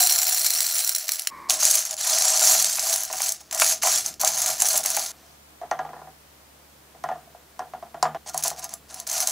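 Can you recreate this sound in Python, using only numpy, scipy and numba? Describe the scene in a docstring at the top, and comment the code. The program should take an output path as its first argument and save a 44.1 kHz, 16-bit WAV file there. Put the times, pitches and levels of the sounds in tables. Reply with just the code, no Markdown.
"""Over a low hum and a wide hiss, dry corn kernels pour into a frying pan, each contact ringing its wall
and bottom. At 1.3 s chopstick tips slide over the bare bottom, then knock and stir the kernels until
about 5 s. From 5.6 s a spatula taps and bounces on the bottom; from 8.3 s it pushes the kernels about.
Every hit rings the same pan, and knocks and taps also shake it on its stand."""
import sys
import numpy as np
from scipy import signal
from scipy.fft import rfft, irfft
from scipy.io import wavfile
from scipy.ndimage import uniform_filter1d
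from numba import njit

SR = 44100
rng = np.random.default_rng(int(sys.argv[2]) if len(sys.argv) > 2 else 0)


def write(x):
    x = np.atleast_2d(x).T
    wavfile.write(sys.argv[1], SR, np.round(np.clip(x, -1, 1) * 32767).astype(np.int16))


N = 410571


def undb(db):
    return 10 ** (np.asarray(db) / 20)


def unit_rms(x):
    return x / np.sqrt(np.mean(x ** 2))


def curves(rows):
    """Table columns at every sample."""
    time_s, *columns = np.transpose(rows)
    return [np.interp(np.arange(N) / SR, time_s, column) for column in columns]


def noise(spectrum, shape=N):
    """Unit-RMS noise shaped by (Hz, dB) points."""
    hz, db = np.transpose(spectrum)
    log_hz = np.log(np.arange(N // 2 + 1) * SR / N + 1)
    gain = undb(np.interp(log_hz, np.log(hz), db))
    return unit_rms(irfft(rfft(rng.standard_normal(shape)) * gain, N))


@njit
def damped_sines(start, end, pole, amplitude, rise, out):
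    """One decaying sine per hit and mode, swelling during contact."""
    for hit in range(len(start)):
        for mode in range(pole.shape[1]):
            z, step, onset = amplitude[hit, mode] + 0j, pole[hit, mode], 1.
            life = int(-5. / np.log(abs(step)))
            for i in range(start[hit], min(end[hit], start[hit] + life)):
                out[i] += z.imag * (1 - onset)
                z *= step
                onset *= rise
    return out


# ringing breaks off: (time [s])
STOPS_S = [1.303, 5.118, 8.173]


def next_stop_s(time_s):
    ends_s = np.append(STOPS_S, N / SR)
    return ends_s[np.searchsorted(ends_s, time_s)]


def split_at_stops(x):
    return np.split(x, (np.array(STOPS_S) * SR).astype(int))


def ring(time_s, db, hz, scatter_hz, mode_db, t60_s, spot_db, contact_s):
    """Each hit lands on another spot: other mode strengths, pitches slightly off."""
    detune, spot = rng.standard_normal((len(time_s), 2, len(t60_s))).swapaxes(0, 1)
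    pole = np.exp(2j * np.pi * (hz + scatter_hz * detune) / SR - np.log(1000) / (t60_s * SR))
    share = undb(mode_db + spot_db * spot)
    amplitude = undb(db[:, None]) * share / np.linalg.norm(share, axis=1, keepdims=True)
    start, end = (time_s * SR).astype(int), (next_stop_s(time_s) * SR).astype(int)
    return damped_sines(start, end, pole, amplitude, np.exp(-1 / (contact_s * SR)), np.zeros(N))


def burst(time_s, db, decay_s, spectrum):
    """The contact itself: a short burst of noise."""
    impulses = np.zeros(N)
    np.add.at(impulses, (time_s * SR).astype(int), undb(db) ** 2)
    pulses = uniform_filter1d(impulses, size=16) * 16
    decay = np.exp(-2 / (decay_s * SR))
    power = np.concatenate([signal.lfilter([1], [1, -decay], part) for part in split_at_stops(pulses)])
    return np.sqrt(np.abs(power)) * noise(spectrum)


# first bottom mode, lowered by kernels heaped on the centre: (time [s], pitch [Hz], scatter [Hz])
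BOTTOM_FIRST_MODE = [(0, 707, 21.3), (.5, 660, 29), (1.3, 642, 28), (2.2, 659.6, 25.6), (3.1, 663.3, 16),
                     (5.099, 664.6, 23), (5.5, 690, 5.8), (8.2, 687, 7), (9.31, 672.6, 16)]
# upper bottom modes: (pitch [Hz])
BOTTOM_UPPER_HZ = [745, 822, 994, 1074, 1217, 1400, 1665, 1850]
# all bottom modes, first to last: (level [dB], t60 [s])
BOTTOM_MODES = [(9, 0.13), (10.5, 0.092), (10.5, 0.045), (10.5, 0.041), (4, 0.027), (-4.5, 0.19),
                (-6.5, 0.12), (-6.5, 0.12), (-4.5, 0.066)]


def pan_bottom(time_s, db, upper_db, spot_db, contact_s):
    """Bottom modes; off centre the upper ones gain on the first."""
    at_s, first_hz, first_scatter_hz = np.transpose(BOTTOM_FIRST_MODE)
    upper_hz = np.tile(BOTTOM_UPPER_HZ, (len(time_s), 1))
    hz = np.column_stack([np.interp(time_s, at_s, first_hz), upper_hz])
    scatter_hz = np.column_stack([np.interp(time_s, at_s, first_scatter_hz), 0.011 * upper_hz])
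    mode_db, t60_s = np.transpose(BOTTOM_MODES)
    mode_db = mode_db + np.outer(upper_db, np.arange(len(BOTTOM_MODES)) > 0)
    return ring(time_s, db, hz, scatter_hz, mode_db, t60_s, spot_db, contact_s)


# wall modes: (pitch [Hz])
WALL_MODE_HZ = [3500, 4200, 4550, 5050, 5730, 6340, 6750, 7210, 7600, 8160, 8500, 9170, 9810, 10150, 11050,
                11900, 12630, 13400, 14200, 14900, 15450]
# wall modes: (scatter [Hz], level in pour [dB], level when pushed [dB], t60 before damping [s])
WALL_MODES = [(264, -51, -26, 0.048), (110, -3.5, -13.5, 0.029), (86, -8.5, -7, 0.018),
              (144.2, -23, -10, 0.021), (106, 4.5, -0.5, 0.024), (135, -2.5, 7, 0.019),
              (122, -24, 0.5, 0.019), (90, 7, 4.5, 0.02), (100, 0.5, -4.5, 0.03), (67, -3, -5, 0.041),
              (100, -20, -0.5, 0.013), (90, -2.5, -6.5, 0.03), (58, -1.5, -6, 0.043),
              (120, -6, -10.5, 0.039), (121, 4.5, 3, 0.02), (250, -8, -13, 0.029), (110, 4, -3.5, 0.025),
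              (250, -31, -9.5, 0.04), (118.5, 8, -15, 0.01), (205, 0, -6, 0.021), (129, 0, -9.5, 0.027)]
# hard contact noise: (frequency [Hz], density [dB])
CRACK_SPECTRUM = [(900, -15), (1400, -1), (2000, -2), (2600, -1.5), (3400, -1.5), (6000, 6.5), (16000, -31)]
POUR_END_S = 1.303


def kernel_hits(time_s, wall_db, bottom_db, top_db, crack_db, spot_db, damping):
    """Kernels ring wall and bottom; harder contact tilts the ring to the top modes."""
    hz = np.array(WALL_MODE_HZ)
    scatter_hz, poured_db, pushed_db, t60_s = np.transpose(WALL_MODES)
    tilt_db = 0.27 * (top_db[:, None] + 10.5) * np.log2(hz / 7000)
    mode_db = np.where(time_s[:, None] < POUR_END_S, poured_db, pushed_db) + tilt_db
    # the busy region wanders over the pan and favours other modes
    region_db = 1.7 * rng.standard_normal((int(N / SR * 8) + 2, len(hz)))
    mode_db += region_db[(time_s * 8).astype(int)]
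    wall = ring(time_s, wall_db, hz, scatter_hz, mode_db, t60_s / damping, spot_db, contact_s=0.00058)
    bottom = pan_bottom(time_s, bottom_db, upper_db=-4, spot_db=spot_db, contact_s=0.0016)
    return wall + bottom + burst(time_s, crack_db, decay_s=0.0013, spectrum=CRACK_SPECTRUM)


# stream from the bag, thinning out: (time [s], level [dB], bottom offset [dB])
KERNEL_POUR = [(0, -13, -19.5), (.06, -19, -20.5), (.98, -24.5, -27), (1.07, -36.5, -16), (1.13, -28, -24),
               (1.25, -39.5, -16), (1.303, -54.5, -13)]
# pushes that set kernels rolling:
# (start [s], rise [s], hold [s], fall [s], level [dB], bottom offset [dB], top emphasis [dB])
KERNEL_PUSHES = [(1.488, 0.024, 0.015, 0.17, -21, -16, -24), (1.587, 0.047, 0.13, 0.15, -16.5, -23, -18),
                 (1.846, 0.0071, 0.024, 0.072, -29, -20, -18), (1.889, 0.021, .02, .04, -28.5, -10, -29),
                 (1.974, .11, 0.28, 0.14, -18, -16, -30), (2.377, 0.075, 0.048, 0.62, -12.5, -20.5, -24),
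                 (2.762, 0.11, 0.056, 0.28, -21, -16.5, -16), (3.104, 0.092, 0.093, 0.1, -24.5, -17.5, -14),
                 (3.398, 0.0098, 0.0041, 0.011, -39.5, -11, -31), (3.512, 0.033, 0.016, 0.16, -29, -5, -16),
                 (3.575, 0.036, .11, 0.078, -18.5, -20.5, -23), (3.817, 0.014, 0.15, 0.09, -18, -21.5, -27),
                 (4.041, 0.013, 0.013, 0.092, -26, -14, -22), (4.196, 0.0068, 0.0038, 0.091, -21, -10, -16),
                 (4.24, 0.019, 0.029, 0.062, -19, -16, -26), (4.28, 0.06, 0.17, 0.16, -22.5, -15, -20),
                 (4.579, 0.024, 0.18, 0.067, -20, -17.5, -15), (4.829, 0.0099, 0.17, 0.29, -25.5, -16, -20),
                 (5.141, .05, .12, .15, -63, 1, -18), (8.259, .015, 0.014, 0.057, -36, -5.5, -38.5),
                 (8.332, 0.068, .003, 0.025, -32.5, -4.5, -29), (8.429, 0.011, 0.032, 0.075, -23, -14, -32),
                 (8.56, 0.027, .005, 0.033, -37, -3, -21), (8.614, 0.032, 0.0044, 0.022, -32, -4.5, -43),
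                 (8.681, 0.052, 0.0047, 0.032, -41, -0.5, -19.5),
                 (8.884, 0.017, 0.11, 0.064, -43.5, -3.5, -24), (9.066, .1, 0.06, 0.085, -22.5, -12, -21),
                 (9.266, 0.0056, .05, .05, -27, -11, -18.5)]
PUSH_RISE_DB, PUSH_FALL_DB = 9.5, 30


def kernel_motion(time_s):
    """Level, bottom offset and top emphasis: the pour, then pushes adding in power."""
    at_s, pour_db, pour_bottom_db = np.transpose(KERNEL_POUR)
    poured = [np.interp(time_s, at_s, pour_db), np.interp(time_s, at_s, pour_bottom_db),
              np.full(len(time_s), -17)]
    start_s, rise_s, hold_s, fall_s, db, bottom_db, top_db = np.transpose(KERNEL_PUSHES)[:, :, None]
    age_s = time_s - start_s
    db = db - PUSH_RISE_DB * np.clip(1 - age_s / rise_s, 0, 1)
    db -= PUSH_FALL_DB * np.maximum(age_s - rise_s - hold_s, 0) / fall_s
    power = undb(db) ** 2 * (age_s >= 0) * (time_s < next_stop_s(start_s)) + 1e-20
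    total = power.sum(axis=0)
    bottom_share = (power * undb(bottom_db) ** 2).sum(axis=0) / total
    pushed = [10 * np.log10(total), 10 * np.log10(bottom_share), (power * top_db).sum(axis=0) / total]
    return np.where(time_s < POUR_END_S, poured, pushed)


def kernel_rattle(count=14000, bunch_rate_hz=90, busy_db=-23):
    """Dense kernel contacts in bunches, few strong and many weak."""
    time_s = np.sort(rng.random(count)) * (N - 1) / SR
    strength = np.minimum(rng.exponential(size=count), 3.5)
    hit_db = np.where(time_s < POUR_END_S, 4.5 * strength - 3, 3 * strength)  # falling kernels vary more
    bunch_db = 0.52 * rng.standard_normal(int(N / SR * bunch_rate_hz) + 1)
    hit_db += bunch_db[(time_s * bunch_rate_hz).astype(int)]
    db, bottom_db, top_db = kernel_motion(time_s)
    audible = db > -80
    time_s, hit_db, db, bottom_db, top_db = np.array([time_s, hit_db, db, bottom_db, top_db])[:, audible]
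    crack_db = -24.5 - 0.27 * (db - busy_db)  # gentler rattle: more crack, less ring
    db += hit_db
    return kernel_hits(time_s, db - 4, db + bottom_db - 7.5, top_db, db + crack_db,
                       spot_db=8.5, damping=1.196)


# low background: (time [s], hum [dB], rumble [dB])
HUM_LEVELS = [(0.0, -85, -72), (1.28, -84, -76), (1.33, -64, -57.5), (1.9, -71, -65.5), (2.5, -69, -58),
              (3.2, -67.5, -64), (4.1, -63, -55), (5.5, -62, -63), (9.31, -61, -59.5)]
# rumble: (frequency [Hz], density [dB])
RUMBLE_SPECTRUM = [(15, -50), (25, -8), (44, -14), (70, -1.5), (113, -6), (145, -1.5), (291, -2),
                   (560, -7.5), (617, -30.5), (700, -7), (910, -44), (1540, -120)]
# hiss: (time [s], centre [dB], sides [dB])
HISS_LEVELS = [(0, -59, -99), (1.4, -58.5, -75), (3.2, -66, -89), (3.47, -55.5, -66), (4.17, -58.5, -80),
               (5.0, -50, -75), (5.3, -55, -54), (9.31, -54.5, -60)]
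# hiss: (frequency [Hz], density [dB])
HISS_SPECTRUM = [(180, -26), (300, 0), (337, -5.5), (656, 0.5), (2610, -8), (13100, -12), (15000, -9.5),
                 (16000, -17)]


def kitchen_background(hum_hz=70.6, waver_hz=0.58, flutter_db=1.1):
    """Wavering hum, near-centred rumble and wide hiss."""
    hum_db, rumble_db = curves(HUM_LEVELS)
    waver = unit_rms(uniform_filter1d(rng.standard_normal(N), SR // 4))
    phase = 2 * np.pi * np.cumsum(hum_hz + waver_hz * waver) / SR
    hum = np.sqrt(2) * sum(undb(db) * np.sin(k * phase) for k, db in enumerate([-1.5, -9, -10.5], 1))
    antiphase = np.array([[1], [-1]])
    highpass = signal.butter(2, 140, "high", fs=SR, output="sos")  # deep bass has no direction
    rumble = noise(RUMBLE_SPECTRUM) + 0.38 * antiphase * signal.sosfilt(highpass, noise(RUMBLE_SPECTRUM))
    hiss_centre, hiss_sides = undb(curves(HISS_LEVELS)) * noise(HISS_SPECTRUM, (2, N))
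    flutter = unit_rms(uniform_filter1d(rng.standard_normal(N), SR // 12))
    hum *= undb(hum_db + flutter_db * flutter)
    return hum + undb(rumble_db) * rumble + hiss_centre + antiphase * hiss_sides


# single hard contacts: (time [s], level [dB], top emphasis [dB], crack offset [dB])
HARD_TICKS = [(0.0282, 1, -12, -25), (0.0714, 2, -9, -25), (0.0958, -2, -15, -19), (0.1221, -2, -21, -24),
              (0.159, -3, -29, -25), (0.1873, -1.5, -20, -20), (0.2164, -7, -25, -21),
              (0.2418, -8, -13, -24), (0.294, -2, -13, -32), (0.3454, -1.5, -6, -24), (0.374, -6, -15, -20),
              (0.3934, -3, -11, -28), (0.445, -3.5, -17, -20), (0.4638, -1.5, -21, -20),
              (0.5043, 0, -13, -21.5), (0.5495, -7, -17, -24), (0.5706, -14, -12, -26),
              (0.605, -0.5, -20, -19), (0.6294, -7, -15, -27), (0.6665, -4, -15, -23),
              (0.6904, -10, -16.5, -24), (0.7831, -6, -14, -21), (0.8044, -9, -19, -16),
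              (0.8463, -5, -4.5, -21), (0.8747, -3, -11, -26), (0.8925, -1, -8, -22),
              (0.9492, -3.5, -13, -21), (0.9604, -3, -11, -24), (0.9837, -9, -12, -29),
              (1.0816, -10, -10, -19), (1.0913, -5.5, -2, -11.5), (1.1191, -2, -5, -19),
              (1.1344, -10, -15, -28), (1.1568, -11, -12, -28), (1.1945, -7, -24, -19.5),
              (1.2196, -13, -17, -23), (1.272, -3, -6, -13), (1.4975, 0, -15, -16.5), (1.5055, 0, -8, -17),
              (1.5406, -6, -20, -21), (1.611, -13, -24, -17), (1.6312, 0, -29, -26), (1.652, 5, -24, -28),
              (1.711, 2, -9, -36), (1.7533, 3, -15, -37), (1.7904, -4, -7, -37), (1.8517, -6.5, -14, -34),
              (1.9096, -7.5, -24, -21), (1.9405, -14, -20, -29), (1.9667, -16, -20, -22),
              (2.0093, -13, -28, -19), (2.0448, -12, -13, -16), (2.1415, -14, -17, -24),
              (2.1855, -3.5, -2, -18), (2.222, -2, -22, -20), (2.2534, -4, -19, -17), (2.2807, 1, -36, -23),
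              (2.3738, -2, -22, -27), (2.394, -1, -19, -21), (2.4364, -6, -16, -17), (2.624, 1.5, -16, -34),
              (2.6445, -1.5, -20, -18), (2.7945, -6.5, -15, -15), (2.9386, 0, -22, -28),
              (2.9597, -3, 2, -22), (3.0056, -10, -3, -27), (3.0338, -6.5, 10, -28),
              (3.0504, -9.5, -5, -27), (3.1273, -9.5, -4, -20), (3.2186, -2, -8, -24),
              (3.2434, -11, -19, -25), (3.2596, -10, -16, -32), (3.291, -1.5, -18, -41),
              (3.3208, -4, -12, -44), (3.4092, -33, -15, -26), (3.5113, -13.5, -31, -21),
              (3.5264, -8.5, -13, -23), (3.5468, -5, -15, -25), (3.5775, -13, -11, -16),
              (3.5986, -0.5, 8, -17.5), (3.6144, -6, -10, -14), (3.6443, -0.5, -15, -22),
              (3.6634, -2.5, -18, -17.5), (3.6865, -16, -14, -25), (3.8227, -13, -12, -13),
              (3.8342, -4, -8, -34), (3.8724, -3.5, -16, -30), (3.9586, -3, -19, -24),
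              (4.0613, -2, -21, -38), (4.14, -21, -27, -17), (4.2013, -12, -9, -22), (4.2133, -1, -16, -28),
              (4.2333, -12, -17, -20), (4.2468, 2, -24, -25), (4.2755, 3.5, -26, -32),
              (4.3335, -22, -15, -24), (4.4179, -2, -3, -28), (4.4604, -1, -25, -24),
              (4.6025, -4, -14, -26), (4.6202, 4.5, -10, -26), (4.6663, -5, -15, -30), (4.686, 0, -12, -33),
              (4.7757, 1, 12, -32), (4.8383, -10, -13, -22), (4.8593, -0.5, -2, -23),
              (4.9022, -3.5, -8, -29), (4.9662, -2, 4, -24), (4.994, -7, -15, -25),
              (5.0619, -10.5, -16, -18), (5.7123, -21, -49, -7.5), (5.7902, -41, -26, -3),
              (7.0382, -26, -13, -17.5), (7.5924, -27.5, -32, -9.5), (8.027, -4.5, -48, -14.5),
              (8.295, -17, -21, -24), (8.344, -13.5, -16, -25), (8.3765, -3, -14, -30),
              (8.4254, -13, -6, -19), (8.4367, -2, -2, -29), (8.4794, -4.5, -12, -35),
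              (8.5026, -13, -19, -18), (8.5934, -17, -21, -27), (8.6423, -11, -10, -33),
              (8.6921, -20.5, -22, -23), (8.7136, -33, -10, -22), (8.738, -11, -9, -27),
              (8.9431, -15.5, -1.5, -25), (8.9999, -11.5, -24, -30), (9.0735, -11, -1, -34),
              (9.098, -10, -19, -28), (9.1142, -7, -16, -24), (9.1701, -18, -14, -21),
              (9.2034, -2.5, -6, -25), (9.2722, 1.5, -22, -34), (9.2954, -8, -20, -31)]


def hard_ticks():
    """Hard hits on the bare pan that stand out, mostly kernels."""
    time_s, db, top_db, crack_db = np.transpose(HARD_TICKS)
    return kernel_hits(time_s, db + 0.51, db - 43.5, top_db, db + crack_db - 5.5,
                       spot_db=1.5, damping=2.15)


# tips sliding on the bare bottom: (time [s], level [dB])
SLIDE_LEVELS = [(1.3, -53), (1.314, -41.5), (1.338, -40), (1.36, -41), (1.376, -38.5), (1.548, -44),
                (1.6, -50)]
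# chopstick resonances: (frequency [Hz], density [dB])
SLIDE_SPECTRUM = [(150, -31), (250, -22), (348, -17), (519, -33), (576, -18), (674, -38), (1100, -3),
                  (1350, -27), (2280, -18.5), (2570, -39), (5540, -37), (5930, -40), (14200, -43),
                  (16000, -45)]


def chopstick_slide():
    """Friction noise in the sticks' resonances."""
    time_s = np.arange(N) / SR
    sliding = (time_s > SLIDE_LEVELS[0][0]) & (time_s < SLIDE_LEVELS[-1][0])
    return sliding * undb(curves(SLIDE_LEVELS)[0]) * noise(SLIDE_SPECTRUM)


# blunt contact noise: (frequency [Hz], density [dB])
BLUNT_SPECTRUM = [(520, -11), (680, 8), (1100, -5.5), (1900, -13.5), (2300, -25), (3200, -22.5),
                  (5000, -40)]


def blunt_hits(time_s, db, upper_db):
    """A blunt tool rings the bottom, with a dull burst of noise."""
    bottom = pan_bottom(time_s, db, upper_db + 7, spot_db=4.5, contact_s=0.00028)
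    return bottom + burst(time_s, db - 25, decay_s=0.032, spectrum=BLUNT_SPECTRUM)


# tips on the bottom: (time [s], level [dB], clack offset [dB])
CHOPSTICK_KNOCKS = [(1.493, -16.5, -16), (1.627, -18, -0.5), (1.9, -28, -8), (2.174, -30, 10),
                    (2.208, -21, -10), (2.416, -10, -9.5), (2.492, -12.5, -20), (2.512, -22, -11),
                    (2.549, -12, -5), (2.784, -32.5, 12), (2.867, -19, -15), (3.101, -14, -15),
                    (3.134, -13, -11), (3.203, -20.5, 0.5), (3.51, -29, -10), (3.525, -23, -1),
                    (3.619, -9, 7), (3.833, -10, -3), (3.85, -5, -25), (3.871, -5.5, -9.5),
                    (3.934, -22, -16), (4.234, -2.5, -31), (4.265, -13, -13), (4.402, -29, -16),
                    (4.492, -14, -9), (4.621, -17, -11), (4.643, -16, -19), (4.74, -10, -19),
                    (4.797, -15.5, -20), (4.85, -13, -9), (4.971, -10.5, -5.5)]
# wood on metal: (frequency [Hz], density [dB])
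CLACK_SPECTRUM = [(700, -4), (1400, -8), (2600, -7.5), (3600, -19.5), (6000, -12.5), (16000, -29)]


def chopstick_knocks():
    """Wooden tips knock on the bottom with a clack."""
    time_s, db, clack_db = np.transpose(CHOPSTICK_KNOCKS)
    knocks = blunt_hits(time_s, db - 12, upper_db=-11)
    return knocks + burst(time_s, db + clack_db - 15, decay_s=0.0046, spectrum=CLACK_SPECTRUM)


# pan on its stand: (pitch [Hz], scatter [Hz], level [dB], t60 [s])
STAND_MODES = [(154.3, 0.49, -5, 0.9), (241, 14, -3, 0.38), (336, 6.7, 3, 0.13), (480, 11, -1, 0.28)]


def stand_thumps(knocks, taps, medium_blow_db=-19.5, knock_db=-54.5, tap_db=-47.5):
    """Blows shake the pan on its stand; the thump grows more slowly than the blow."""
    time_s, blow_db, _ = np.vstack([knocks, taps]).T
    db = 0.62 * (blow_db - medium_blow_db) + np.repeat([knock_db, tap_db], [len(knocks), len(taps)])
    modes = ring(time_s, db, *np.transpose(STAND_MODES), spot_db=7.5, contact_s=0.013)
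    thud_spectrum = [(150, -19), (280, -6), (520, 0.5), (640, -11), (900, -45)]
    return modes + burst(time_s, db - 11.5, decay_s=0.024, spectrum=thud_spectrum)


# spatula on the bottom: (time [s], level [dB], upper mode offset [dB])
SPATULA_TAPS = [(5.614, -18.5, -23), (5.632, -21, -28), (5.714, -5.5, -1.5), (5.791, -10, 3),
                (5.85, -16.5, -11), (5.891, -23.5, -8), (5.932, -21.5, -5), (5.965, -26, -5),
                (5.992, -29, 7), (6.017, -28.5, 0), (6.044, -34, -4), (6.073, -29, 5), (6.948, -35, -20),
                (7.04, -9.5, -12.5), (7.089, -11.5, -13), (7.114, -15, -3), (7.156, -23.5, -25),
                (7.272, -36, -28), (7.348, -30, -29), (7.593, -11.5, 5), (7.619, -27, -17),
                (7.736, -17.5, -6), (7.826, -21.5, -21), (7.944, -18.5, -17), (8.028, -1.5, 7),
                (8.054, -6.5, 18), (8.147, -10, -15), (8.262, -30, -4), (8.345, -14.5, -14.5),
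                (8.451, -14, -25), (8.514, -18.5, -10)]


def spatula_taps():
    """The soft spatula edge favours the bottom modes."""
    time_s, db, upper_db = np.transpose(SPATULA_TAPS)
    taps = blunt_hits(time_s, db - 6, upper_db)
    return taps + burst(time_s, db - 46.5, decay_s=0.0049, spectrum=CRACK_SPECTRUM)


def room_echo(pan, t60_s=0.13, delay_s=0.003):
    """Short diffuse echo that breaks off with the ringing."""
    time_s = np.arange(SR // 4) / SR
    tail = rng.standard_normal(len(time_s)) * np.exp(-np.log(1000) * time_s / t60_s) * (time_s > delay_s)
    tail /= np.linalg.norm(tail)
    return np.concatenate([signal.fftconvolve(part, tail)[:len(part)] for part in split_at_stops(pan)])


def scene():
    # the pan radiates little below its first bottom mode
    highpass = signal.butter(8, 605, "high", fs=SR, output="sos")
    pan = signal.sosfilt(highpass, kernel_rattle() + hard_ticks() + chopstick_knocks() + spatula_taps())
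    echo = undb(-10.5) * room_echo(pan)
    thumps = stand_thumps(CHOPSTICK_KNOCKS, SPATULA_TAPS)
    return pan + echo + thumps + chopstick_slide() + kitchen_background()


def record(dry):
    """Round the loudest peaks and cut the top."""
    lowpass = signal.ellip(10, 0.2, 70, 15700, fs=SR, output="sos")
    return signal.sosfilt(lowpass, np.tanh(0.78 * dry) / 0.86)


dry = scene()
out = record(dry)
write(out)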